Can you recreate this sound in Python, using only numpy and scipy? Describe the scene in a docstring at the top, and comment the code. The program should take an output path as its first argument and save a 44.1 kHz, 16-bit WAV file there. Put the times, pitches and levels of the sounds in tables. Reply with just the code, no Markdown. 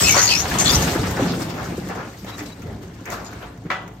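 """Tipping truck dumping rubble.

Broken concrete and dirt leave a steel bed over a running diesel. Slabs stick and slip on the steel and screech,
then thud and tumble onto the heap in a rush of stones and grit. The pour thins to a few late slides, and the
tailgate bangs against the bed and sets it ringing."""
import sys
import numpy as np
from scipy import signal
from scipy.io import wavfile
from scipy.ndimage import uniform_filter1d

SR = 44100
rng = np.random.default_rng(int(sys.argv[2]) if len(sys.argv) > 2 else 0)


def output_pcm(signal):
    """Save a mono or channel-first signal as 16-bit PCM at the path in sys.argv[1].

    Samples are clipped to [-1, 1] before scaling.
    """
    pcm = np.clip(np.atleast_2d(signal).T, -1, 1) * 32767
    wavfile.write(sys.argv[1], SR, np.round(pcm).astype(np.int16))


N = 176400
T = np.arange(N) / SR

# Stereo image of the noises. Each row: frequency in Hz, left-right correlation, left minus right in dB.
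STEREO_IMAGE = [(60, 1, -1), (252, 0.96, 2), (500, 0.53, -1.3), (976, 0.12, 1), (1960, -0.15, 1.5),
                (4700, -0.17, 5), (8000, -0.33, 2), (12500, -0.074, 0)]
# Echoes off ground, truck and heap. Each row: delay in seconds, gain in dB.
YARD_ECHOES = [(.0029, -31.5), (0.0115, -13), (0.0237, -17.5), (0.042, -14)]
# Diesel tones. Each row: frequency in Hz, level in dB.
DIESEL_TONES = [(53, -48), (64, -80), (107.7, -43.5), (183, -51.5), (299, -50)]

# Noise spectra. Each row: frequency in Hz, relative density in dB.
RUMBLE_SPECTRUM = [(25, -38), (40, -17), (50, -5.5), (62, -4.5), (79, 1), (105, -3.5), (170, -10),
                   (300, -65)]
BLOCK_SPECTRUM = [(70, -16), (110, 2), (160, -1.5), (260, -0.5), (400, -5), (600, -11), (900, -15),
                  (1600, -49)]
STONE_SPECTRUM = [(300, -1.5), (550, -6), (800, -3), (1400, -3.5), (2200, -7.5), (3200, -13), (6000, -28)]
GRIT_SPECTRUM = [(1400, -5), (2600, -1), (4000, 4), (6500, 3), (8300, 0), (10000, -116), (12200, -1),
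                 (15500, -14)]
CRUNCH_SPECTRUM = [(150, -90), (350, 3.5), (700, 1.5), (1400, 2), (2100, -4.5), (3000, -17), (6000, -21.5)]
SNAP_SPECTRUM = [(700, -58), (1800, 19.5), (4000, -12), (7500, 16), (10000, -74), (12500, -2), (15500, -1)]
RASP_SPECTRUM = [(1800, 9.5), (2800, 4), (4500, 5), (7500, 16), (8800, -21), (10000, -50), (12000, 6),
                 (15000, -34)]

# Light squeaks of steel. Each row: start in seconds, length in seconds, mid pitch in Hz, level in dB.
SQUEAK_EVENTS = [(2.317, 0.049, 3910, -39.5), (2.45, .034, 4000, -44), (2.515, 0.026, 3930, -40)]
# Slab edges grating. Each row: start in seconds, length in seconds, centre in Hz, level in dB.
SCRAPE_EVENTS = [(0.285, 0.055, 4800, -24), (0.7, 0.048, 12200, -30), (1.164, 0.02, 1700, -30.5),
                 (1.261, 0.072, 4500, -33), (1.579, .03, 1340, -33), (1.645, .05, 1310, -39),
                 (1.64, 0.042, 5900, -42), (1.956, 0.059, 1200, -38), (2.264, 0.051, 3420, -40.5),
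                 (2.369, 0.048, 6370, -41.5), (2.381, 0.0435, 2050, -36.5), (3.06, 0.032, 1900, -33),
                 (3.243, 0.045, 4640, -45), (3.419, 0.032, 2810, -43.5)]
# Stones snapping. Each row: start in seconds, level in dB.
SNAP_EVENTS = [(.5, -42), (1.581, -46), (1.887, -34), (2.245, -37.5), (2.381, -33), (2.619, -40.5),
               (3.055, -31), (3.101, -28), (3.332, -40), (3.575, -48), (3.877, -39.5)]

# Blocks, and at the end the tailgate, striking the bed. Each row: start in seconds, level in dB.
BANG_EVENTS = [(.163, -14.5), (0.184, -19.5), (3.665, -47.5), (3.701, -18), (3.712, -24)]
# Dense response of the bed. Each row: frequency in Hz, relative density in dB, T60 in seconds.
BED_RESPONSE = [(149, -11, 0.19), (425, -2.5, 0.63), (900, -0.5, 0.71), (1320, 5, 0.49), (2220, 5, 0.15),
                (3000, -6.5, 0.54), (4440, -13, 0.28), (7500, -20.5, 0.42), (10100, -51, .15),
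                (15000, -27, .15)]
# Clearest bed modes. Each row: frequency in Hz, relative level in dB, T60 in seconds.
BED_RING_MODES = [(576, -8, .5), (754, -6, .5), (964, -4, .55), (1010, -6, .25), (1163, -8, .28),
                  (1303, -2, .35), (1345, -4, .35), (1502, -7, .4), (1717, -3, .22), (1890, -3, .25),
                  (1965, -1, .38), (1992, -3, .35), (2299, 2, .11), (2536, -12, .25), (3480, -19, .3)]
# Low bed resonances. Each row: frequency in Hz, bandwidth in Hz, gain in dB.
BED_DRUM_MODES = [(61.2, 1.3, 2), (102.8, 2.7, -21), (175.3, 9.9, 4), (296.5, 2.7, -12.5), (711, 35, -11)]

# Blocks landing. Each row: start in seconds, level in dB, pitch in Hz, cycles to fall 60 dB.
THUD_EVENTS = [(.166, -14.5, 552, 29), (.49, -22.5, 62.7, 14), (0.599, -17, 220, 14),
               (0.626, -16, 125, 8.8), (.65, -15, 177, 20), (0.739, -7, 145, 8), (0.744, -16, 60.6, 17),
               (0.782, -9, 136, 4.4), (.823, -17, 148, 8.6), (0.868, -14, 160, 9.6), (0.954, -11, 336, 17),
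               (1.08, -41, 111, 7.1), (.992, -7, 113, 6.1), (1.193, -11.5, 250, 10),
               (1.195, -13, 546, 21.5), (1.204, -9, 174, 8.8), (1.208, -18, 774, 25),
               (1.219, -11, 275, 27.4), (1.255, -13, 360.8, 16), (1.3, -21, 257.5, 38),
               (1.593, -32, 188, 8.3), (1.702, -18, 162.5, 13), (1.72, -23, 334, 21),
               (1.779, -15.5, 354, 15.4), (1.87, -17.5, 315, 10), (2.23, -23, 190, 17),
               (2.247, -23.5, 610, 9), (2.407, -29.5, 293.3, 72), (2.657, -31.5, 490, 32),
               (2.715, -22.5, 416, 10), (3.337, -37, 113, 9.7), (3.581, -34, 127.5, 11),
               (3.65, -22.5, 300, 11.6), (3.656, -19.5, 162, 11), (3.664, -25, 400, 8.2)]
# Modes of a block. Each row: ratio to its pitch, relative level in dB.
THUD_MODES = [(.58, -5.5), (0.999, 3), (1.43, -5.5), (2.2, -20.5)]
# Concrete sticking and slipping on steel. Each row: start in seconds, length in seconds,
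# first and last pitch in Hz, level in dB, roughness as a share of pitch.
SCREECH_EVENTS = [(0.004, .035, 7950, 7800, -18.5, 0.019), (.01, 0.082, 7370, 7560, -19, 0.0092),
                  (.01, 0.059, 4900, 5390, -19.5, .025), (0.039, 0.037, 2530, 2690, -23.5, 0.077),
                  (0.067, .035, 2720, 2780, -16, 0.062), (0.087, 0.063, 2294, 2294, -19, 0.033),
                  (0.057, 0.041, 4380, 4450, -24, 0.058), (0.081, 0.041, 6880, 6260, -15, 0.044),
                  (0.115, 0.036, 5850, 5740, -16.5, 0.024), (0.14, 0.068, 1280, 1403, -16.5, 0.14),
                  (0.158, 0.027, 567, 530, -15, 0.067), (0.153, .022, 7080, 7000, -19.5, 0.023),
                  (0.157, 0.037, 6430, 6200, -21, 0.031), (0.17, 0.042, 4390, 4630, -21, 0.0323),
                  (0.186, 0.0483, 6300, 6060, -16, .07), (0.21, 0.038, 6460, 6650, -14, .035),
                  (0.242, 0.032, 6540, 6440, -16, 0.038), (0.242, 0.028, 4970, 4960, -28, 0.0078),
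                  (0.246, .02, 7200, 7400, -21, 0.031), (0.268, 0.056, 4594, 4700, -17, 0.058),
                  (0.291, 0.025, 3020, 2890, -20, 0.063), (.304, 0.045, 2860, 2520, -18.5, 0.056),
                  (0.345, 0.032, 2560, 2360, -23.5, 0.065), (.312, 0.038, 4380, 4400, -22.5, 0.039),
                  (0.317, 0.052, 5110, 5305, -18, .025), (0.366, 0.043, 5910, 5920, -19.5, .025),
                  (0.392, 0.037, 6490, 6650, -21, 0.0264), (.583, 0.047, 6240, 6300, -17, .028),
                  (.584, 0.044, 7360, 7770, -19.5, .08), (0.64, 0.019, 7850, 7500, -18.5, 0.016),
                  (0.65, .054, 7150, 7050, -24, 0.044), (.652, 0.064, 3424, 3597, -18, 0.034),
                  (0.654, 0.038, 4050, 4140, -19.5, 0.087), (0.691, 0.022, 4800, 4870, -19.5, 0.041),
                  (0.704, 0.025, 6100, 6250, -16.5, .03), (.724, 0.039, 5030, 5300, -18.5, 0.047),
                  (0.741, 0.034, 6120, 5890, -18, 0.017), (0.812, .03, 6530, 6480, -24, 0.063),
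                  (3.243, 0.048, 7000, 6900, -43, .03)]
# Slabs sliding and crushing stones. Each row: start, rise and fall time constant in seconds,
# crunch level in dB, grit level in dB.
SLIDE_EVENTS = [(.48, 0.019, 0.019, -48, -32), (.715, 0.028, 0.034, -35, -40),
                (.9, 0.016, 0.036, -32, -31.5), (1.06, 0.01, 0.024, -27.5, -33),
                (1.173, .006, 0.02, -25, -53), (1.195, 0.015, 0.063, -39, -33),
                (1.38, 0.042, 0.022, -27.5, -37), (1.573, 0.0087, 0.091, -28.5, -62),
                (1.888, 0.0051, 0.11, -29, -50), (1.92, 0.079, 0.053, -30.5, -65),
                (2.26, 0.035, 0.024, -30, -43), (2.371, 0.023, 0.033, -35, -38),
                (2.445, .02, 0.02, -59, -40), (2.655, 0.011, 0.16, -43.5, -51),
                (2.82, 0.0096, 0.046, -43.5, -47), (3.052, 0.036, 0.13, -31, -49),
                (3.097, 0.031, 0.021, -33, -30.5), (3.11, 0.021, .11, -30.5, -55),
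                (3.32, 0.009, 0.023, -38, -48), (3.389, 0.036, 0.055, -34.5, -52)]
# Envelope of the pour. Each row: time in seconds, then rumble, block, stone and grit levels in dB.
POUR_LEVELS = [(0, -18, -23, -23, -18.5), (.22, -35, -33, -28.5, -27), (.44, -30.5, -31, -28, -31),
               (.57, -34, -23.5, -23, -28), (.76, -22, -23, -22, -23.5), (.9, -37, -24, -24, -26.5),
               (1.0, -24, -23, -27, -34.5), (1.16, -31.5, -28, -30, -35), (1.26, -32, -22, -25.5, -39),
               (1.42, -47, -26.5, -36, -35.5), (1.55, -36, -28.5, -34, -42), (1.8, -36.5, -32, -40, -43),
               (2.0, -57, -31.5, -37, -48.5), (2.17, -41, -43.5, -48, -47), (2.4, -45, -36, -39.5, -46),
               (2.58, -47, -40, -45.5, -51), (2.7, -32, -31.5, -45, -55), (2.8, -40, -38, -50.5, -57.5),
               (3.02, -42.5, -41.5, -46.5, -53.5), (3.18, -49, -36, -49, -49.5),
               (3.42, -40, -42, -41.5, -51.5), (3.55, -46, -42, -49.5, -58.5),
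               (3.63, -51, -41.5, -52.5, -58), (3.85, -63, -41, -44.5, -58.5),
               (4, -48, -44.5, -53.5, -59.5)]


def from_db(db):
    """Decibels to gain."""
    return 10 ** (np.asarray(db) / 20)


def unit_rms(x):
    """Scale to rms 1."""
    return x / np.sqrt(np.mean(x ** 2) + 1e-20)


def at_hz(table, hz, column=1):
    """Interpolate a column over log frequency."""
    rows = np.array(table)
    return np.interp(np.log(hz), np.log(rows[:, 0]), rows[:, column])


def pan(db):
    """Left and right gains, db apart."""
    return from_db(np.array([[db], [-db]]) / 2)


def drift(rate_hz):
    """Random wander of rms 1, three knots per cycle."""
    knots = rng.standard_normal(int(3 * rate_hz * N / SR) + 3)
    return unit_rms(np.interp(3 * rate_hz * T, np.arange(len(knots)), knots))


def swell(start_s, rise_s, fall_s):
    """Linear rise, exponential fall."""
    age_s = T - start_s
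    return np.clip(age_s / rise_s, 0, 1) * np.exp(-np.maximum(age_s - rise_s, 0) / fall_s)


def noise_bands(spectrum):
    """Third-octave stereo noises as (Hz, noise) pairs, total rms 1."""
    edges_hz = 10100 * 2 ** (np.arange(-26.5, 3) / 3)
    white, bands = rng.standard_normal((2, 2, N)), []
    for k, (low, high) in enumerate(zip(edges_hz, edges_hz[1:])):
        hz = np.sqrt(low * high)
        if spectrum[0][0] < high and low < spectrum[-1][0]:
            correlation = np.clip(at_hz(STEREO_IMAGE, hz), -1, 1)
            mid_side = np.sqrt([1 + correlation, 1 - correlation]) * [[1, 0.72], [1, -0.71]]
            mix = mid_side * pan(at_hz(STEREO_IMAGE, hz, column=2)) * from_db(at_hz(spectrum, hz))
            bandpass = signal.butter(3, [low, high], "band", fs=SR, output="sos")
            bands.append((hz, signal.sosfilt(bandpass, mix @ white[k % 2])))
    total_rms = np.sqrt(sum(np.mean(x ** 2) for _, x in bands))
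    return [(hz, x / total_rms) for hz, x in bands]


def steady_noise(spectrum):
    """Stereo noise of rms 1."""
    return sum(x for _, x in noise_bands(spectrum))


def yard(x):
    """Direct sound plus high-passed near echoes."""
    echoes = sum(from_db(db) * np.pad(x, ((0, 0), (int(delay_s * SR), 0)))[:, :N]
                 for delay_s, db in YARD_ECHOES)
    highpass = signal.butter(2, 350, "high", fs=SR, output="sos")
    return from_db(-0.5) * (x + signal.sosfilt(highpass, echoes))


def diesel(waver_db=2.5):
    """Low engine tones waver in pitch and level."""
    warped_s = np.cumsum(1 + 0.018 * drift(5)) / SR
    return sum(from_db(db + waver_db * drift(8)) * np.sin(2 * np.pi * (hz * warped_s + rng.random()))
               for hz, db in DIESEL_TONES)


def squeaks(sag_hz_per_s=1270):
    """A light contact sings one nearly pure, sagging tone."""
    out, waver = np.zeros(N), 1 + 0.0086 * drift(100)
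    for start_s, length_s, hz, db in SQUEAK_EVENTS:
        age_s = np.clip(T - start_s, 0, length_s)
        pitch_hz = (hz - sag_hz_per_s * (age_s - length_s / 2)) * waver
        envelope = from_db(db) * np.sin(np.pi * age_s / length_s)
        out += envelope * np.sin(2 * np.pi * np.cumsum(pitch_hz) / SR)
    return pan(4) * out


def scrapes(grains_per_s=2500, width_share=0.43, spread_db=3):
    """Grains break under a sliding edge and excite the slab's broad resonance."""
    out, edge_ratio = np.zeros((2, N + SR)), 1 + width_share / 2
    for start_s, length_s, hz, db in SCRAPE_EVENTS:
        n, i = int(length_s * SR), int(start_s * SR)
        chance, strength = rng.random((2, SR // 5))[:, :n]
        sizes = (chance < grains_per_s / SR) * from_db(-spread_db * np.log(strength + 0.0092))
        grains = sizes * rng.standard_normal((2, SR // 5))[:, :n]
        slab = signal.butter(2, [hz / edge_ratio, hz * edge_ratio], "band", fs=SR, output="sos")
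        envelope = from_db(db) * np.sqrt(np.sin(np.pi * np.arange(n) / n))
        out[:, i:i + n] += envelope * unit_rms(signal.sosfilt(slab, grains))
    return pan(1.5) * out[:, :N]


def snaps():
    """Stones break with sharp cracks."""
    envelope = sum(from_db(db) * swell(start_s, 0.00085, 0.0058) for start_s, db in SNAP_EVENTS)
    return envelope * steady_noise(SNAP_SPECTRUM)


def bangs(crack_fall_s=0.0082, tail_db=-7):
    """A block or the tailgate hits the bed: a hard crack, then dense steel modes decay band by band."""
    out = 0
    for hz, noise in noise_bands(BED_RESPONSE):
        tail_fall_s = at_hz(BED_RESPONSE, hz, column=2) / np.log(1000)
        power = 0
        for start_s, db in BANG_EVENTS:
            crack = swell(start_s, 0.0038, crack_fall_s)
            tail = from_db(tail_db) * swell(start_s, 0.015, tail_fall_s)
            power += from_db(db) ** 2 * (crack ** 2 + tail ** 2)
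        out += noise * np.sqrt(power)
    return out


def bed_ring(gain_db=-9.5, rise_s=0.0019):
    """Each bang rings the bed's clearest modes, phased differently left and right."""
    out, t = np.zeros((2, N + SR)), T[:SR // 2]
    for start_s, db in BANG_EVENTS:
        i = int(start_s * SR)
        for hz, mode_db, t60_s in BED_RING_MODES:
            envelope = from_db(db + gain_db + mode_db - 60 * t / t60_s) * np.minimum(t / rise_s, 1)
            offset_cycles = rng.random() + 0.22 * rng.random((2, 1))
            out[:, i:i + len(t)] += envelope * np.sin(2 * np.pi * (hz * t + offset_cycles))
    return out[:, :N]


def bed_drum(x):
    """The bed drums under the load, adding its low resonances."""
    mono = x.mean(axis=0)
    return x + sum(from_db(db) * signal.lfilter(*signal.iirpeak(hz, hz / width_hz, fs=SR), mono)
                   for hz, width_hz, db in BED_DRUM_MODES)


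def thuds(clack_db=-23.5):
    """Heavy blocks land with damped modes and a stony clack."""
    out, clack, t = np.zeros(N + SR), np.zeros(N), T[:SR // 3]
    for start_s, db, hz, cycles in THUD_EVENTS:
        i = int(start_s * SR)
        attack = 1 - np.exp(-t * hz / 0.86)
        for ratio, mode_db in THUD_MODES:
            mode_hz = hz * ratio * (1 + 0.011 * rng.standard_normal())
            tone = np.sin(2 * np.pi * mode_hz * t) * rng.choice([-1, 1])
            out[i:i + len(t)] += tone * attack * from_db(db + mode_db - 60 * t * hz / cycles)
        clack += from_db(db + clack_db) * swell(start_s, 0.0018, 0.0099)
    return out[:N] + clack * steady_noise(CRUNCH_SPECTRUM)


def stick_slip(slips_per_s=90, slip_depth=0.65, attack_s=0.0045, release_s=0.0083,
               chatter_db=2.5, outer_contact_db=-4, octave_db=-27.5):
    """Each slab grips the steel at three detuned contacts and chatters in uneven slips."""
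    out = np.zeros(N)
    jitter, chatter, pace = drift(300), drift(55), drift(90)
    slips = 1 + slip_depth * np.sin(2 * np.pi * np.cumsum(slips_per_s * np.exp(0.5 * pace)) / SR)
    for start_s, length_s, first_hz, last_hz, db, roughness in SCREECH_EVENTS:
        end_s = start_s + length_s
        on = np.flatnonzero((T > start_s) & (T < end_s))
        grip = np.clip((T[on] - start_s) / attack_s, 0, 1) * np.clip((end_s - T[on]) / release_s, 0, 1)
        glide_hz = np.interp(T[on], [start_s, end_s], [first_hz, last_hz])
        tone = 0
        for contact in (-1, 0, 1):
            stretch = (on + rng.integers(N)) % N  # each contact wanders on its own
            detune = 0.9 * (contact + 0.291 * rng.standard_normal()) + 0.38 * jitter[stretch]
            phase = 2 * np.pi * np.cumsum(glide_hz * (1 + roughness * detune)) / SR
            gain = from_db(chatter_db * chatter[stretch] + outer_contact_db * abs(contact))
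            tone += gain * (np.sin(phase) + from_db(octave_db) * np.sin(2 * phase))
        out[on] += grip * from_db(db) * unit_rms(tone * slips[stretch])
    return out


def screeches(ring_t60_s=0.11, ring_db=-5, rasp_db=-6.5, right_lag_s=0.00007):
    """Stick-slip tones ring the bed; a broad rasp of concrete follows their level."""
    tones, t = stick_slip(), T[:SR // 2]
    bed_impulse = rng.standard_normal((2, len(t))) * from_db(-60 * t / ring_t60_s)
    bed_impulse *= from_db(ring_db) / np.sqrt(np.sum(bed_impulse ** 2) / 2)
    ring = signal.fftconvolve(tones[None], bed_impulse, axes=1)[:, :N]
    envelope = np.sqrt(np.abs(uniform_filter1d(tones ** 2, size=80)))
    rasp = from_db(rasp_db) * envelope * steady_noise(RASP_SPECTRUM)
    direct = from_db(-4.5) * np.array([tones, np.interp(T - right_lag_s, T, tones)])
    return pan(-1) * rasp + pan(8) * (direct + ring)


def collisions(spectrum, per_s, ring_s, spread_db, colour_db, wash):
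    """Random dying bursts, each with its own colour, over a wash of far ones; rms 1."""
    onsets = np.flatnonzero(rng.random(N) < per_s / SR)
    size_db = spread_db * rng.random(N)[onsets]
    colours = rng.uniform(-1.8, 1.8, N)
    pole, out = np.exp(-2 / (ring_s * SR)), 0
    for k, (_, noise) in enumerate(noise_bands(spectrum)):
        hits = np.zeros(N)
        hits[onsets] = from_db(size_db + colour_db * colours[onsets - k]) ** 2  # new draw per band
        energy = signal.lfilter([1 - pole], [1, -pole], hits + 1e-12)
        flicker = from_db(1.5 * drift(9))
        out += flicker * noise * np.sqrt(energy / uniform_filter1d(energy, size=5000) + wash)
    return unit_rms(out)


def rubble():
    """Blocks, stones and grit pour onto rumbling ground; sliding slabs add crunch and grit."""
    times_s, *levels_db = np.transpose(POUR_LEVELS)
    rumble_gain, block_gain, stone_gain, grit_gain = [
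        from_db(np.interp(T, times_s, db)) for db in levels_db]
    crunch_power, grit_power = 0, grit_gain ** 2
    for start_s, rise_s, fall_s, crunch_db, grit_db in SLIDE_EVENTS:
        push = swell(start_s, rise_s, fall_s)
        crunch_power += (push * from_db(crunch_db)) ** 2
        grit_power += (push * from_db(grit_db)) ** 2
    rumble = steady_noise(RUMBLE_SPECTRUM)
    blocks = collisions(BLOCK_SPECTRUM, per_s=130, ring_s=0.035, spread_db=4, colour_db=19, wash=0.81)
    stones = collisions(STONE_SPECTRUM, per_s=120, ring_s=0.019, spread_db=0, colour_db=5, wash=0.47)
    crunch = collisions(CRUNCH_SPECTRUM, per_s=170, ring_s=0.02, spread_db=4.5, colour_db=1, wash=0.98)
    grit = collisions(GRIT_SPECTRUM, per_s=140, ring_s=0.018, spread_db=10, colour_db=11, wash=1)
    return (rumble_gain * rumble + block_gain * blocks + stone_gain * stones
            + np.sqrt(crunch_power) * crunch + np.sqrt(grit_power) * grit)


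def scene():
    """Rubble, snaps and scrapes echo in the yard; the rest arrives direct."""
    pour = yard(from_db(-1) * bed_drum(rubble()) + snaps() + scrapes())
    return pour + screeches() + squeaks() + thuds() + bangs() + bed_ring() + diesel()


def record(dry):
    """Low cut, soft clip, high cut."""
    highpass = signal.butter(3, 42, "high", fs=SR, output="sos")
    lowpass = signal.ellip(10, 0.2, 80, 15800, fs=SR, output="sos")
    rounded = 0.95 * np.tanh(signal.sosfilt(highpass, dry) / 0.95)
    return signal.sosfilt(lowpass, rounded)


dry = scene()
out = record(dry)
output_pcm(out)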